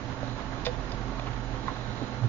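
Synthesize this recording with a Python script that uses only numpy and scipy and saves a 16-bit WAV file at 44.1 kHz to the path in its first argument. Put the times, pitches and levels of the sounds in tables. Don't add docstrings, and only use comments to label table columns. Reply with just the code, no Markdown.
import sys
import numpy as np
from scipy import signal
from scipy.fft import rfft, irfft
from scipy.io import wavfile

SR = 44100
rng = np.random.default_rng(int(sys.argv[2]) if len(sys.argv) > 2 else 0)


def wav_out(sig):
    wavfile.write(sys.argv[1], SR, np.round(np.clip(np.atleast_2d(sig).T, -1, 1) * 32767).astype(np.int16))


N = 100592
T = np.arange(N) / SR
BIN_HZ = np.maximum(np.fft.rfftfreq(N, 1 / SR), 1)


def from_db(db):
    return 10 ** (np.asarray(db) / 20)


def unit_power(x):
    return x / np.sqrt(np.mean(x ** 2) + 1e-20)


def spectrum(points):
    freqs, values = np.transpose(points)
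    return np.interp(np.log(BIN_HZ), np.log(freqs), values)


def drift(rate_hz):
    step, settle = 40, 2000
    pole = np.exp(-2 * np.pi * rate_hz * step / SR)
    noise = rng.standard_normal(N // step + settle + 2)
    slow = signal.lfilter([1], [1, -2 * pole, pole * pole], noise)[settle:]
    return np.interp(np.arange(N) / step, np.arange(len(slow)), unit_power(slow))


def swell(centre_s, half_length_s, flatness=2):
    return np.exp(-np.abs((T - centre_s) / half_length_s) ** flatness)


def tone(hz, waver_hz, waver_db):
    phase = 2 * np.pi * (np.cumsum(hz + waver_hz * drift(4.47)) / SR + rng.random())
    return np.sqrt(2) * np.sin(phase) * from_db(waver_db * drift(6.8))


def rough_noise(hz, spread):
    grains = rng.standard_normal(N) * from_db(3 * drift(200))
    edges_hz = [hz / (1 + spread), min(hz * (1 + spread), SR / 3)]
    return unit_power(signal.sosfilt(signal.butter(2, edges_hz, "band", fs=SR, output="sos"), grains))


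def blow_force(start_s, db, bright_hz=None):
    force = np.zeros(N)
    force[round(start_s * SR)] = from_db(db)
    pole = np.exp(-2 * np.pi * bright_hz / SR) if bright_hz else 0
    return signal.lfilter([1 - pole], [1, -pole], force + 1e-18)


def struck(blows, modes, vary_db):
    forces = np.array([blow_force(*blow) for blow in blows])
    signs = (-1) ** np.arange(len(modes))
    strengths = signs * from_db(vary_db * rng.standard_normal((len(blows), len(modes))))
    out = 0
    for (hz, db, t60), strength in zip(modes, strengths.T):
        decay = np.exp(-np.log(1000) / (t60 * SR))
        angle = 2 * np.pi * hz / SR
        poles = [1, -2 * decay * np.cos(angle), decay * decay]
        out += from_db(db) * signal.lfilter([0, np.sin(angle)], poles, strength @ forces)
    return out


# frequency in Hz, relative noise density in dB.
AIR_SPECTRUM = [(25, 1), (60, 1), (125, 5), (180, -3), (250, 0.5), (340, -4), (440, -8), (700, -5),
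                (1100, -9), (1600, -10), (2500, -19), (4050, -21.5), (4350, -26), (6800, -33)]
# frequency in Hz, likeness from 0 to 1.
AIR_LIKENESS = [(60, 0.5), (200, 1), (400, 0.9), (750, 0.7), (1400, 0.1), (3000, 0), (6000, 0.1)]


def fan_air(level_db=-34, flutter_db=0.99):
    mid, side = rfft(rng.standard_normal((2, N))) * from_db(spectrum(AIR_SPECTRUM))
    alike = np.clip(spectrum(AIR_LIKENESS), 0, 1)
    flow = irfft(np.sqrt(1 + alike) * mid + np.sqrt(1 - alike) * side * [[1], [-1]], N)
    return from_db(level_db + flutter_db * drift(22)) * unit_power(flow)


def motor_drone(hz=44.06, peak_db=-34):
    level = from_db(peak_db) * swell(centre_s=1.06, half_length_s=0.75, flatness=2.6)
    return level * tone(hz, waver_hz=0.081, waver_db=1.4)


# time in seconds, level in dB.
MAINS_OCTAVE_LEVEL = [(0, -35.5), (.3, -38), (.6, -43), (.9, -43), (1.2, -35.5), (1.55, -35.5),
                      (1.9, -35.5), (2.28, -42)]
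# multiple of the blade rate, level in dB.
BLADE_HARMONICS = [(1, -58.5), (2, -46.5), (3, -52.5)]
# frequency in Hz, level in dB.
MACHINE_WHINES = [(211, -48.5), (254.5, -52.5), (267, -50), (283.5, -57.5), (492, -52), (509, -55.5),
                  (871, -52), (917, -57), (1099, -53), (1394, -60.5), (2944, -64.5), (4110, -60.5)]


def machine_hum(mains_hz=60, mains_db=-47, blade_hz=134.2):
    octave_db = np.interp(T, *np.transpose(MAINS_OCTAVE_LEVEL))
    octave = from_db(octave_db) * tone(2 * mains_hz, waver_hz=0.23, waver_db=1.3)
    blades = [(multiple * blade_hz, db) for multiple, db in BLADE_HARMONICS]
    steady = [(mains_hz, mains_db)] + blades + MACHINE_WHINES
    return octave + sum(from_db(db) * tone(hz, waver_hz=0.002493 * hz, waver_db=1.7) for hz, db in steady)


def room_reflections(sound, t60_s=.2, gap_s=.003):
    t = T[:SR // 2]
    tail = rng.standard_normal((2, len(t))) * np.exp(-np.log(1000) * t / t60_s) * (t > gap_s)
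    tail /= np.sqrt(np.sum(tail ** 2, axis=1, keepdims=True))
    return signal.fftconvolve(sound[None], tail, axes=1)[:, :N]


# start in seconds, end in seconds, level in dB.
FAINT_HISSES = [(.2, .44, -51), (1.58, 2.15, -51.5)]


def faint_hiss(hz=3900, attack_s=.086, release_s=.1):
    level = sum(from_db(db) * np.clip(np.minimum((T - start) / attack_s, (end - T) / release_s), 0, 1)
                for start, end, db in FAINT_HISSES)
    return level * rough_noise(hz, spread=.08)


# centre in seconds, level in dB, brightness in Hz, half length in seconds.
GRIP_RUBS = [(.935, -44, 600, .02), (1.105, -35.5, 310, .026), (1.193, -40.5, 800, .022),
             (1.278, -36, 1200, .02), (2.017, -37, 500, .016), (2.23, -35, 620, .012)]


def finger_rubs():
    return sum(from_db(db) * swell(centre, half_length) * rough_noise(hz, spread=0.38)
               for centre, db, hz, half_length in GRIP_RUBS)


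# centre in seconds, level in dB, pitch in Hz,
# half length in seconds, fall of pitch in Hz per second.
PRESSES = [(.942, -28.5, 110, .018, 0), (1.10, -35, 190, .015, 0), (2.029, -26.5, 272, .016, 4500),
           (2.246, -16.2, 118, .028, 0)]


def finger_bumps(rumble_db=-14):
    out = 0
    for centre, db, hz, half_length, fall in PRESSES:
        t = T - centre
        swing = np.sin(2 * np.pi * (hz * t - fall * t ** 2 / 2))
        skin_drag = from_db(rumble_db) * rough_noise(hz, spread=.9)
        out += from_db(db) * swell(centre, half_length, flatness=3.2) * (swing + skin_drag)
    return out


# start in seconds, force in dB,
# contact brightness in Hz, share of the ring time that the resting fingers leave.
CASE_KNOCKS = [(.2294, -16, 1400, .22), (.6545, -35, 2500, .5), (.6658, -18, 3300, 1),
               (.6719, -28, 1000, 1), (.9195, -33, 3500, .4), (.927, -24, 800, .35), (1.118, -28, 900, .6),
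               (1.197, -26.5, 1100, .4)]
# frequency in Hz, gain in dB, seconds to fade by 60 dB.
CASE_MODES = [(496, -3.5, .14), (655, -4.5, .045), (790, -10, .025), (950, -7, .026), (1080, -8, .03),
              (1490, -11, .025), (1650, -11, .03)]


def case_knocks(grip_rise=.26, low_cut_hz=380):
    rings = 0
    for start, db, bright_hz, ring_share in CASE_KNOCKS:
        pitch_ratio = 1 + grip_rise * (1 - ring_share)
        held_modes = [(hz * pitch_ratio, mode_db, t60 * ring_share) for hz, mode_db, t60 in CASE_MODES]
        rings += struck([(start, db, bright_hz)], held_modes, vary_db=1)
    return signal.sosfilt(signal.butter(2, low_cut_hz, "high", fs=SR, output="sos"), rings)


# start in seconds, force in dB, contact brightness in Hz.
CARD_CLICKS = [(.673, -32, 2000), (1.182, -32, 1500), (1.193, -35, 2400), (1.2665, -28, 2400),
               (1.6807, -15.4, 1800)]
# delay in seconds, relative force in dB, brightness as a multiple.
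CLICK_RATTLE = [(0, 0, 1), (.0049, -9, 3.5), (.0208, -11.5, 1.3)]
# frequency in Hz, gain in dB, seconds to fade by 60 dB.
CARD_MODES = [(800, -17, .025), (915, -7, .035), (1070, -1.5, .04), (1295, -8, .026), (1440, -12, .03),
              (1720, -14, .025), (2000, -12.5, .03)]


def card_clicks():
    blows = [(start + delay, db + touch_db, hz * brighter)
             for start, db, hz in CARD_CLICKS for delay, touch_db, brighter in CLICK_RATTLE]
    return struck(blows, CARD_MODES, vary_db=1)


# centre in seconds, level in dB, half length in seconds,
# brightness in Hz, relative bandwidth.
EDGE_SCRAPES = [(.657, -33.5, .009, 3400, .5), (.908, -52, .04, 5080, .03), (.922, -43, .005, 2900, .8),
                (1.269, -40.5, .009, 2000, .6)]
# start in seconds, force in dB, favoured pitch in Hz,
# relative force of the rebound in dB.
EDGE_SNAPS = [(.6535, -22.5, 5200, 0), (.6648, -18.3, 3800, -8), (.6735, -30, 3300, -6),
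              (.9185, -27.5, 7000, -8), (1.196, -33, 2600, -8), (1.332, -37, 2100, -4)]
# frequency in Hz, gain in dB, seconds to fade by 60 dB.
SLOT_MODES = [(1650, -7, .02), (1930, -5.5, .025), (2450, -4.5, .022), (2930, -7, .016), (3360, -5, .018),
              (3630, -4, .023), (4150, -7.5, .012), (4700, -6, .009), (5100, -12, .018), (6200, -12, .007)]


def edge_in_slot(rebound_s=.0043, octave_loss_db=4):
    out = sum(from_db(db) * swell(centre, half_length) * rough_noise(hz, spread)
              for centre, db, half_length, hz, spread in EDGE_SCRAPES)
    for start, db, pitch, rebound_db in EDGE_SNAPS:
        modes = [(hz, mode_db - octave_loss_db * np.log2(hz / pitch) ** 2, t60)
                 for hz, mode_db, t60 in SLOT_MODES]
        out += struck([(start, db), (start + rebound_s, db + rebound_db)], modes, vary_db=1.5)
    return out


def scene(reflections_db=-11.5):
    direct = edge_in_slot() + case_knocks() + card_clicks() + finger_rubs() + faint_hiss()
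    reflections = from_db(reflections_db) * room_reflections(direct)
    return direct + reflections + finger_bumps() + motor_drone() + machine_hum() + fan_air()


# frequency in Hz, gain in dB relative to the right one.
LEFT_SENSITIVITY = [(100, -13), (500, -11), (3000, -10)]
LEFT_LEAD_S, HISS_DB, CUTOFF_HZ = 0.0001, -52, 6950


def record(dry):
    early = np.interp(T + LEFT_LEAD_S, T, dry[0])
    left = irfft(rfft(early) * from_db(spectrum(LEFT_SENSITIVITY)), N)
    pair = np.array([left, dry[1]]) + from_db(HISS_DB) * rng.standard_normal((2, N))
    return signal.sosfilt(signal.ellip(12, .2, 80, CUTOFF_HZ, fs=SR, output="sos"), pair)


dry = scene()
out = record(dry)
wav_out(out)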